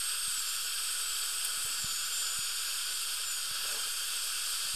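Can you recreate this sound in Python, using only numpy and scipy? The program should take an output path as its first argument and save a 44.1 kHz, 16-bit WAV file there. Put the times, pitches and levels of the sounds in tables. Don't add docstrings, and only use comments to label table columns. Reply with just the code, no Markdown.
import sys
import numpy as np
from scipy import signal
from scipy.fft import rfft, irfft
from scipy.io import wavfile

SR = 44100
rng = np.random.default_rng(int(sys.argv[2]) if len(sys.argv) > 2 else 0)


def ratio(d):
    e = np.asarray(d, float) / 20
    return 10 ** e


def unload_audio(sound):
    columns = np.transpose(np.atleast_2d(sound))
    steps = np.round(np.clip(columns, -1, 1) * 32767)
    wavfile.write(sys.argv[1], SR, steps.astype(np.int16))


N = 209739

# start in seconds, speed at which the rotor would settle in Hz.
LOADS_S_HZ = [(0.023, 7450.0), (0.063, 8790.0), (0.147, 8240.0), (0.265, 6780.0), (0.487, 7810.0),
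              (0.6, 8660.0), (0.751, 7900.0), (0.86, 8590.0), (0.961, 7120.0), (1.117, 8130.0),
              (1.265, 8480.0), (1.393, 7860.0), (1.564, 8640.0), (1.597, 7440.0), (1.702, 6280.0),
              (1.825, 6720.0), (1.975, 8040.0), (2.085, 6840.0), (2.489, 7230.0), (2.593, 6740.0),
              (2.711, 7220.0), (2.839, 7630.0), (3.024, 7350.0), (3.236, 5860.0), (3.306, 6610.0),
              (3.614, 6370.0), (3.837, 6080.0), (3.939, 6580.0), (4.178, 6100.0), (4.4, 5590.0)]
START_HZ, ROTOR_LAG_S, HAND_LAG_S = 8355, .2034, .023

# time in seconds, level in dB.
WHINE_S_DB = [(0, -41.5), (.4, -42), (.69, -44), (.98, -41), (1.14, -44), (1.5, -42.5), (1.71, -45.5),
              (2.07, -42), (2.105, -56), (2.13, -41), (2.43, -44), (2.54, -48), (2.93, -48), (3.2, -52.5),
              (3.28, -44), (3.79, -52), (4.3, -56), (4.7, -65)]
BITE_DB_PER_KHZ_S = .44

# centre in Hz, width in Hz, depth in dB.
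DEAD_SPOTS_HZ_DB = [(7504, 60, 11), (6740, 55, 11), (6410, 27, 5)]

# start in seconds, length in seconds, level in dB.
CHATTER_S_DB = [
    (2.16, .27, -49),
    (3.3, .06, -50),
]
CHATTER_RATIO, CHATTER_EDGE_S = 1.135, .02

# centre in Hz, width in Hz, level in dB.
TUBE_HZ_DB = [(318, 570, -26), (452, 71, -21), (582, 56, -20), (817, 700, -22.5), (1009, 32, -13),
              (1140, 130, -12), (1316, 182, -3.5), (1458, 96, -1), (1613, 138, -4.5), (1780, 95, -12.5),
              (2018, 63, -17), (2350, 920, -15.5), (2538, 490, -8.5), (2633, 93, -5.5), (2820, 290, -4.5),
              (3146, 220, 0.4), (3298, 87, 1), (3457, 81, -2.5), (3680, 480, -4.5), (3846, 48, -4.5),
              (4160, 65, -5.5), (4430, 58, -6), (4640, 690, 0), (5060, 780, -9), (5314, 420, -4.5),
              (5590, 430, -9)]

# centre in Hz, width in Hz, level in dB.
SPRAY_HZ_DB = [(6230, 130, -12), (6870, 950, -7), (7050, 490, -16), (7600, 260, -4.5), (7730, 650, -4),
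               (8260, 940, -6.5), (8445, 580, -0.9), (9230, 1280, -4.5), (9680, 320, -7.5),
               (10200, 380, -12.5), (10820, 580, -10), (11170, 380, -9), (11830, 1300, -9.5),
               (12700, 940, -11.5), (13200, 860, -21)]
MODE_DB = -26.5

# top in seconds, rise in seconds, gain in dB.
POOLS_S_DB = [
    (1.49, 0.45, 3.5),
    (2.18, 0.28, 2.5),
    (4.45, 1, 2.5),
]
DRAIN_SHARE = 0.68

# top in seconds, gain in dB.
SURGES_S_DB = [
    (.8, 0),
    (1.2, 1),
    (1.65, 0.5),
    (2.75, 0.5),
    (3.0, -1.5),
    (3.4, -1),
    (3.68, 2.5),
    (4.6, 1),
]
SURGE_S, OVERTONE_SHARE = 0.13, 0.26

# time in seconds, gain in dB.
SLURP_S_DB = [
    (3.58, 0),
    (3.64, 5),
    (3.69, 11),
    (3.79, 12),
    (3.815, 2),
    (3.95, 0),
]
SLURP_HZ, SLURP_OCTAVES = 510, 1

# time in seconds, gain in dB.
FLOW_S_DB = [(0, -.5), (.4, 0.5), (.8, -0.5), (1.4, 0), (2.2, 0.1), (2.45, -0.5), (3.0, -0.5), (3.3, -1),
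             (3.9, 0), (4.3, 0), (4.76, .5)]

# frequency in Hz, density in dB per Hz.
RUMBLE_HZ_DB = [(3, -12), (9, -1), (15, 0), (22, -8), (30, -14), (45, -18), (62, -20), (80, -27),
                (100, -33), (125, -50)]
RUMBLE_DB, HUM_HZ, HUM_DB = -61.5, 59.7, -76.5

# top in seconds, rise in seconds, gain over the calm in dB.
GUSTS_S_DB = [
    (0, .2, 6),
    (.62, .3, 10),
    (1.42, 0.091, 3),
    (1.86, 0.32, 17),
    (2.8, 0.089, 9),
    (2.95, .08, 7),
    (3.28, 0.097, 6),
    (3.7, 0.25, 16.5),
    (4.8, 0.31, 14),
]
CALM_DB = -93

# centre in seconds, peak in dB, signed scale, half cycle in ms.
PUFFS_S_DB_MS = [(.281, -49.5, -1.05, 2.8), (0.381, -58, -1.1, 2.6), (1.575, -54, 1, 1.9),
                 (1.652, -47, 1, 3.5), (1.8455, -38, 1, 2.74), (2.2157, -66, 0.74, 2),
                 (2.391, -45.5, -1.15, 2.8), (2.941, -61, -1, 1.5), (3.515, -49.5, -1.1, 3),
                 (4.657, -54, -1, 2.5), (4.743, -42, 0.51, 3.2)]

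# time in seconds, peak in dB.
BUBBLES_S_DB = [(1.021, -54), (1.659, -42), (2.212, -49), (2.323, -54), (2.686, -50), (2.975, -56),
                (3.198, -44.5), (3.606, -44.5), (3.649, -39), (3.868, -44), (4.236, -48)]

# start in seconds, level in dB, length in ms, centre in Hz.
SPITS_S_DB_MS_HZ = [
    (1.4465, -36, 9.0, 9100),
    (1.4465, -42, 8.0, 12300),
    (1.4475, -46, 8.0, 10900),
    (1.448, -44, 6.0, 3200),
    (3.214, -43, 8.0, 7900),
]

OPEN_TOP_S = [3.78, 4.04]
CUTOFF_HZ, OFFSET = 13930, .0042


def in_time(rows):
    s, *columns = np.transpose(rows)
    return [np.interp(np.arange(N) / SR, s, c) for c in columns]


def swells(rows, fall_share):
    s, rise_s, gain_db = np.transpose(rows)
    u = (np.arange(N)[:, None] / SR - s) / rise_s
    return np.exp(-np.where(u < 0, u, u / fall_share) ** 2) @ gain_db


def drift(rate_hz):
    r = np.exp(-80 * np.pi * rate_hz / SR)
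    noise = rng.standard_normal(N // 40 + 2002)
    slow = signal.lfilter([1], [1, -2 * r, r * r], noise)[2000:]
    return np.interp(np.arange(N) / 40, np.arange(len(slow)), slow / slow.std())


def resonate(x, hz, width_hz):
    r = np.exp(-np.pi * width_hz / SR)
    section = [(1 - r * r) / 2, 0, (r * r - 1) / 2, 1, -2 * r * np.cos(2 * np.pi * hz / SR), r * r]
    return signal.sosfilt([section, section], x)


def rotor_hz():
    s, settle_hz = np.transpose(LOADS_S_HZ)
    load = np.searchsorted(s, np.arange(N) / SR)
    change_hz = np.r_[0, settle_hz - START_HZ][load]
    for lag_s in HAND_LAG_S, ROTOR_LAG_S:
        keep = np.exp(-1 / (lag_s * SR))
        change_hz = signal.lfilter([1 - keep], [1, -keep], change_hz)
    return START_HZ + change_hz


def turbine():
    hz, t = rotor_hz(), np.arange(N) / SR
    level_db = in_time(WHINE_S_DB)[0] - BITE_DB_PER_KHZ_S * np.gradient(hz) * SR / 1000
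    for dead_hz, width_hz, depth_db in DEAD_SPOTS_HZ_DB:
        level_db = level_db - depth_db * np.exp(-((hz - dead_hz) / width_hz) ** 2 / 2)
    phase = 2 * np.pi * np.cumsum(hz + 6.3 * drift(59.0)) / SR
    flutter_db = 1.2 * drift(20.0)
    whine = ratio(level_db + flutter_db) * np.sin(phase)

    bite = np.zeros(N)
    for s, length_s, db in CHATTER_S_DB:
        edge = np.minimum(t - s, s + length_s - t) / CHATTER_EDGE_S
        bite += ratio(db) * np.clip(edge, 0, 1)
    rough = 2 * np.pi * np.cumsum(20.0 * drift(85.0)) / SR
    chatter = bite * ratio(5.9 * drift(40.0)) * np.sin(CHATTER_RATIO * phase + rough)
    return np.sqrt(2) * (whine + chatter)


def air(modes, swing_db_at, shared_db, own_db):
    white = rng.standard_normal((4, N))
    shared = drift(18.4)
    out = np.zeros(N)
    for k, (hz, width_hz, level_db) in enumerate(modes):
        flicker_db = shared_db * shared + own_db * drift(4.6)
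        gain = ratio(MODE_DB + level_db + swing_db_at(hz) + flicker_db)
        out += gain * resonate(white[k % 4], hz, width_hz)
    return out


def suction(surge_db):
    gurgle_db = swells(POOLS_S_DB, DRAIN_SHARE) - .5 + 1.2 * drift(26.0)
    slurp_db = in_time(SLURP_S_DB)[0]
    high_db = .3 + OVERTONE_SHARE * surge_db + 0.28 * drift(1.3)

    def swing_db_at(hz):
        if hz < 950:
            octaves = np.log2(hz / SLURP_HZ)
            return gurgle_db + slurp_db * np.exp(-(octaves / SLURP_OCTAVES) ** 2)
        return surge_db if hz < 2100 else high_db

    tube = air(TUBE_HZ_DB, swing_db_at, shared_db=0.49, own_db=0.65)
    bass_cut = signal.butter(6, 175.0, "high", fs=SR, output="sos")
    return signal.sosfilt(bass_cut, tube)


def spray(surge_db):
    flow_db = in_time(FLOW_S_DB)[0]
    low_db = 2.1 * flow_db - .5
    mid_db = 0.7 * flow_db - .1
    top_db = .4 * flow_db + 0.34 * surge_db + .2

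    def swing_db_at(hz):
        if hz < 8000:
            return low_db
        return mid_db if hz < 10100 else top_db

    return air(SPRAY_HZ_DB, swing_db_at, shared_db=0.52, own_db=0.72)


def draught():
    hz = np.maximum(np.arange(N // 2 + 1) * SR / N, 1)
    point_hz, point_db = np.transpose(RUMBLE_HZ_DB)
    colour = ratio(np.interp(np.log(hz), np.log(point_hz), point_db, left=-60, right=-90))
    rumble = irfft(rfft(rng.standard_normal(N)) * colour, N) * ratio(2.0 * drift(12.0))
    gusts = resonate(rng.standard_normal(N), 124.0, 224.0)
    gust_db = CALM_DB + swells(GUSTS_S_DB, 1.3) + 7.5 + 2.9 * drift(20.0)
    gusts = ratio(gust_db) * gusts / gusts.std()
    hum = np.sqrt(2) * ratio(HUM_DB) * np.sin(2 * np.pi * HUM_HZ * np.arange(N) / SR)
    return ratio(RUMBLE_DB) * rumble / rumble.std() + gusts + hum


def puffs():
    t, out = np.arange(N) / SR, np.zeros(N)
    for s, peak_db, sign, ms in PUFFS_S_DB_MS:
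        u = (t - s) / ms * 1890.0
        out += sign * ratio(peak_db) * u * np.exp(.5 - u * u / 2)
    return out


def bubbles():
    s, peak_db = np.transpose(BUBBLES_S_DB)
    strength_db = rng.normal(0, 3.4, (len(s), 3))
    out = np.zeros(N)
    for k, (hz, width_hz) in enumerate([(460, 110), (580, 84), (820, 330)]):
        clicks = np.full(N, 1e-18)
        clicks[np.round(s * SR).astype(int)] = ratio(peak_db - 17.5 + strength_db[:, k]) * SR / width_hz
        out += resonate(clicks, hz, width_hz)
    return out


def spits():
    out, t = np.zeros(N), np.arange(1500) / SR
    for s, level_db, ms, hz in SPITS_S_DB_MS_HZ:
        shape = t / ms * 4300.0 * np.exp(1 - t / ms * 2570.0)
        burst = resonate(rng.standard_normal(len(t)), hz, 1500.0)
        out[round(s * SR):][:len(t)] += ratio(level_db) * shape * burst / burst.std()
    return out


def scene():
    surge_db = swells([(s, SURGE_S, db) for s, db in SURGES_S_DB], 0.82)
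    mono = turbine() + suction(surge_db) + spray(surge_db)
    mono += draught() + puffs() + bubbles() + spits()
    return np.array([mono, mono])


def channel_flecks(mono, count=90):
    out, window, bins_hz = np.zeros(N), np.hanning(2048) ** 2, np.arange(1025) * SR / 2048
    starts = 200 + 1024 * rng.integers(0, N // 1024 - 3, count)
    for at, hz in zip(starts, rng.uniform(1790, 13900, count)):
        band = abs(bins_hz - hz) < np.minimum(.06 * hz, 340)
        fleck = irfft(rfft(mono[at:at + 2048]) * band)[::-1]
        out[at:at + 2048] += window * fleck * hz / 9000
    return ratio(-8.0) * out


def low_pass(x):
    return signal.sosfilt(signal.butter(12, 14500, fs=SR, output="sos"), x)


def record(dry):
    hz, t = np.arange(N // 2 + 1) * SR / N, np.arange(N) / SR
    cut = irfft(rfft(dry) * (hz < CUTOFF_HZ), N)
    opened = sum(np.exp(-((t - s) / .01) ** 2) for s in OPEN_TOP_S)
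    cut = cut + ratio(7) * opened * (dry - cut)
    flecks = channel_flecks(cut[0]) * [[1], [-1]]
    return low_pass(cut + OFFSET + flecks)


dry = scene()
out = record(dry)
unload_audio(out)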